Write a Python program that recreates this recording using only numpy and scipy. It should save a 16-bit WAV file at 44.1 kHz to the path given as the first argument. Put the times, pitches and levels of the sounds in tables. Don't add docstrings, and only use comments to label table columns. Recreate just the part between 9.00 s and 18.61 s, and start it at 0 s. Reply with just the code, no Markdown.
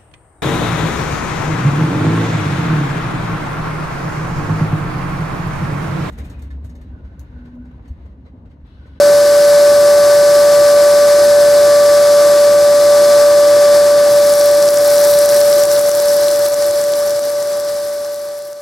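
import sys
import numpy as np
from scipy import signal
from scipy.fft import rfft, irfft, next_fast_len
from scipy.io import wavfile
from scipy.ndimage import uniform_filter1d

SR = 44100
rng = np.random.default_rng(int(sys.argv[2]) if len(sys.argv) > 2 else 0)


def dump(signal):
    limited = np.clip(np.atleast_2d(signal).T, -1, 1)
    pcm = np.round(limited * 32767).astype(np.int16)
    wavfile.write(sys.argv[1], SR, pcm)


N = 423801
T = np.arange(N) / SR
N_FFT = next_fast_len(N)
HZ = np.arange(N_FFT // 2 + 1) * SR / N_FFT + 1e-9

# (time [s], pitch [Hz])
BLADE_PITCH = [(0, 580.5), (1, 581.3), (4.4, 582.25), (7.4, 581.3), (8.8, 581.9)]
# (time [s], 2nd [dB], 3rd [dB], 6th [dB])
BLADE_OVERTONES = [(0, -25.5, -30, -42), (.45, -25.5, -31, -44), (.85, -21.5, -32, -43),
                   (2.05, -19.5, -31.5, -47), (2.45, -30, -28.5, -40), (2.7, -18, -27.5, -37),
                   (3.5, -20.5, -37, -35.5), (5.2, -22, -30, -36), (6.1, -26, -34.5, -37),
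                   (7.25, -28.5, -42, -36.5), (8.2, -24.5, -41, -37), (9.61, -22, -36, -37)]
# (multiple, level [dB])
FAINT_OVERTONES = [(4, -43), (8, -41), (11, -38), (14, -50)]
# (time [s], level [dB])
MOTOR_LEVEL = [(0, -23), (2.6, -26), (2.85, -28), (5, -28.5), (9.61, -27.5)]


def blower_whine(motor_hz=1520.5):
    phase = 2 * np.pi * np.cumsum(over_time(BLADE_PITCH)[0]) / SR
    blades = undb(.12 * walk(12) + .22 * walk(30)) * np.sin(phase + .02 * walk(40))
    for multiple, db in [*zip((2, 3, 6), over_time(BLADE_OVERTONES)), *FAINT_OVERTONES]:
        blades += undb(db + walk(14)) * np.sin(multiple * phase + .12 * walk(8))
    motor_gain = undb(over_time(MOTOR_LEVEL)[0] + .7 * walk(12))
    motor = motor_gain * np.sin(2 * np.pi * motor_hz * T + .17 * walk(8))
    return to_wave(microphone(rfft(np.sqrt(2) * (blades + motor), N_FFT)))


# (frequency [Hz], level [dB])
AIR_SPECTRUM = [(28, -14.5), (60, -11), (120, -3), (255, -6.5), (330, 1), (700, 0.5), (1150, -5),
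                (1700, -4), (2600, -16), (3300, -14.5), (5000, -3.5), (6800, -10.5), (10500, -7.5),
                (15700, -23)]
# (frequency [Hz], width [Hz], gain [dB])
HOSE_MODES = [(120, 22, -1.5), (1178, 98, 4), (1733, 30, 1.5), (3660, 90, 3.5), (4100, 76, 4),
              (4480, 68, 1.5), (5050, 50, -1), (5130, 110, 0), (7940, 330, 2.5), (8930, 710, -3),
              (10240, 430, -1.5)]


def air_rush():
    colour = undb(over_hz(AIR_SPECTRUM) + resonances_db(HOSE_MODES))
    air = colour * microphone(*rfft(rng.standard_normal((2, N_FFT))), spread=1)
    gust_db = .5 * walk(32) + .47 * walk(70)
    octave = np.log2(HZ)
    bass = (octave < 9.5) * np.cos(np.pi * np.clip(octave - 9, 0, .5)) ** 2
    out = to_wave(air * bass)
    for centre in np.arange(9.5, 14.6, .5):
        band = np.cos(np.pi * np.clip(octave - centre, -.5, .5)) ** 2
        flicker_db = .21 * walk(18)
        out += undb(gust_db + flicker_db) * to_wave(air * band)
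    return at_rms(out, -13)


# (pitch [Hz], width [octaves], level [dB])
BUBBLE_RINGS = [(4200, 0.099, 7), (5030, 0.092, 6), (5680, .05, 8), (7450, 0.11, -0.5), (9500, .35, 3),
                (12800, 0.36, 3.5)]
# (frequency [Hz], level [dB])
SIZZLE_SPECTRUM = [(1500, -32), (2900, -15), (4200, -7.5), (5500, -4.5), (7000, -10), (10600, 0),
                   (13500, -5), (15700, -10.5)]
# (frequency [Hz], width [Hz], gain [dB])
POT_MODES = [(4080, 130, 4), (5680, 150, 6.5), (7860, 400, 3)]
# (time [s], level [dB])
BOIL_LEVEL = [(4.97, -30), (5.1, -8.5), (5.38, -0.5), (5.55, -5.5), (6.05, 0.5), (6.7, -2.5), (7.5, -1.5),
              (8.1, -3.5), (9.61, -2.5)]


def oil_sizzle(count=20000):
    when, size, sign = rng.random((count, 3)).T
    bursts = undb(np.minimum(-3.5 * np.log(size), 14.5)) * np.sign(sign - .5)
    kinds, index = len(BUBBLE_RINGS), np.arange(count)
    clicks = np.zeros((kinds, 2, N_FFT))
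    np.add.at(clicks, (index % kinds, index // kinds % 2, (when * N).astype(int)), bursts)
    bubbles = sum(rfft(streams) * undb(db) / (1 + 1j * np.log2(HZ / hz) / width)
                  for streams, (hz, width, db) in zip(clicks, BUBBLE_RINGS))
    hiss = undb(3 * walk(60) + 2.6 * walk(40)) * rng.standard_normal((2, N))
    oil = at_rms(to_wave(bubbles), 0) + at_rms(hiss, -2.3)
    colour = undb(over_hz(SIZZLE_SPECTRUM) + resonances_db(POT_MODES))
    sizzle = to_wave(colour * microphone(*rfft(oil, N_FFT), spread=.21))
    boil = undb(over_time(BOIL_LEVEL)[0]) * (T > BOIL_LEVEL[0][0])
    return at_rms(sizzle, -14.5) * boil


# (time [s], level before the ceiling [dB], pitch [Hz])
LOUD_SPITS = [(5.296, -12, 8600), (5.339, -6.5, 8200), (5.412, -8.5, 7400), (5.626, -10, 5900),
              (5.689, -6, 5900), (5.706, -8.5, 9200), (5.743, -7, 9400), (5.774, -9.5, 7800),
              (5.982, -9.5, 6500), (6.041, -9.5, 7800), (6.112, -8, 12300), (6.188, -8.5, 9200),
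              (6.26, -6, 11600), (6.291, -9, 7400), (6.414, -8, 8900), (6.528, -9.2, 5640),
              (6.595, -10, 6400), (6.637, -7, 5600), (6.655, -6, 9900), (6.716, -8, 6190),
              (6.795, -6.5, 8100), (6.813, -7.5, 10600), (6.894, -5, 11100), (6.916, -7, 7700),
              (6.951, -7.5, 9400), (7.001, -6, 7400), (7.085, -10, 5900), (7.284, -8, 5570),
              (7.36, -7.5, 9200), (7.462, -7.5, 5300), (7.485, -5.5, 11300), (7.543, -4.5, 6100),
              (7.624, -10, 6700), (7.711, -6.5, 9000), (7.815, -7.5, 7600), (7.84, -8, 9500),
              (7.937, -7.5, 5970), (8.107, -9.5, 5400), (8.194, -5.5, 9500), (8.303, -7, 8400),
              (8.427, -6.3, 7900), (8.6, -7.2, 7500), (8.688, -10, 7640), (9.048, -10, 5290),
              (9.145, -7.5, 8500), (9.423, -7, 7200), (9.531, -6, 9200)]
SPIT_CEILING_DB = -9


def oil_spits():
    out, age = np.zeros(N_FFT), np.arange(60) / SR
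    spits = [*LOUD_SPITS, *small_spits()]
    for (time, db, hz), (lag, shift) in zip(spits, rng.random((len(spits), 2))):
        db = min(db, SPIT_CEILING_DB)
        start = int(time * SR) - 12
        echo = (start + int(12 + 10 * lag), hz * (.65 + .52 * shift), db + 9)
        for at, snap_hz, snap_db in ((start, hz, db), echo):
            snap = np.sin(2 * np.pi * snap_hz * age) * np.exp(-age * snap_hz / 1.1)
            out[at:at + len(age)] += undb(snap_db) * snap / snap.max()
    low_cut = HZ ** 2 / (HZ ** 2 + 3500 ** 2)
    return to_wave(low_cut * undb(resonances_db(POT_MODES)) * microphone(rfft(out)))


def small_spits(count=70, from_s=5.2, low_hz=5200, high_hz=9500):
    when, size, pitch = rng.random((count, 3)).T
    times = from_s + when * (T[-100] - from_s)
    return np.transpose([times, -15.5 + 5 * (size - .5), low_hz + pitch * (high_hz - low_hz)])


def level_dips(recovery_s=.042):
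    db = np.zeros(N)
    for time, spit_db, _ in LOUD_SPITS:
        start = int(time * SR)
        excess_db = max(spit_db - SPIT_CEILING_DB, 0)
        db[start:] -= excess_db * np.exp(-(T[:N - start] / recovery_s) ** 2)
    return undb(db)


def faint_whistles(count=70):
    out, age = np.zeros(N_FFT), np.arange(1300) / SR
    for when, pitch, glide, faintness in rng.random((count, 4)):
        hz = (3900 + 1500 * pitch) * (1 + 1.8 * glide * age)
        whistle = np.hanning(len(age)) * np.sin(2 * np.pi * np.cumsum(hz) / SR)
        start = int(when * (N - len(age)))
        out[start:start + len(age)] += undb(-26 - 7 * faintness) * whistle
    return to_wave(microphone(rfft(out)))


# (frequency [Hz], likeness [0-1])
PORT_LIKENESS = [(30, 0.022), (45, .1), (60, 0.54), (130, .97), (290, 1), (640, 1), (1410, 0.7),
                 (3100, 0.91), (6820, 0.61), (9000, 0.17), (11500, 0.32), (15000, .2)]
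# (frequency [Hz], level [dB])
PORT_BALANCE = [(25, -6), (110, 0), (380, -.5), (600, 0.3), (1290, 2), (2380, 2.5), (4400, 1), (8120, 4.5),
                (11500, 4.5), (15000, -3)]
# (frequency [Hz], phase [rad])
PORT_LEAD = [(0, -1.8), (520, 0.33), (3960, 0.22), (6120, 0.037), (7750, 0.51), (8270, 0.45), (8530, 1),
             (9220, -0.71), (10500, -0.82), (10800, -1.8), (11400, -1.2), (13200, -0.47), (14200, -0.1),
             (15400, 0.047)]


def microphone(source, unrelated=0, spread=0):
    share = np.clip(spread * (1 - over_hz(PORT_LIKENESS)), 0, 1)
    right = np.sqrt(1 - share) * source * np.exp(-1j * over_hz(PORT_LEAD)) + np.sqrt(share) * unrelated
    tilt = undb(over_hz(PORT_BALANCE) / 2)
    return np.array([source * tilt, right / tilt])


def undb(db):
    return 10 ** (np.asarray(db) / 20)


def at_rms(x, db):
    return x * undb(db) / np.sqrt(np.mean(x ** 2))


def to_wave(spectrum):
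    return irfft(spectrum, N_FFT)[:, :N]


def over_time(table):
    times, *columns = np.transpose(table)
    return [np.interp(T, times, column) for column in columns]


def over_hz(table):
    hz, value = np.transpose(table)
    return np.interp(np.log(HZ), np.log(hz + 1), value)


def resonances_db(modes):
    return sum(db * np.exp(-((HZ - hz) / width) ** 2) for hz, width, db in modes)


def walk(rate_hz):
    hold = int(SR / rate_hz)
    steps = np.repeat(rng.standard_normal(N // hold + 1), hold)
    return 1.15 * uniform_filter1d(uniform_filter1d(steps, hold), hold)[:N]


# (time [s], level [dB])
BED_LEVEL = [(0, -6.5), (.27, -8), (.45, -7), (2.07, -7.5), (2.45, -7), (2.97, -7.5), (3.4, -7.5),
             (3.72, -8), (4.17, -7), (4.35, -7.5), (4.76, -7), (4.83, -8), (5.9, -9), (6.4, -8)]


def scene(fade_from_s=6.19, fade_to_s=9.927):
    bed = blower_whine() + air_rush() + oil_sizzle() + faint_whistles()
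    bed_gain = level_dips() * undb(over_time(BED_LEVEL)[0])
    fade = np.clip((fade_to_s - T) / (fade_to_s - fade_from_s), 0, 1)
    return fade * (bed_gain * bed + oil_spits())


def record(dry):
    low_pass = signal.ellip(16, .2, 70, 15950, fs=SR, output="sos")
    return signal.sosfilt(low_pass, np.clip(dry, -.96, .96))


dry = scene()
out = record(dry)
dump(out)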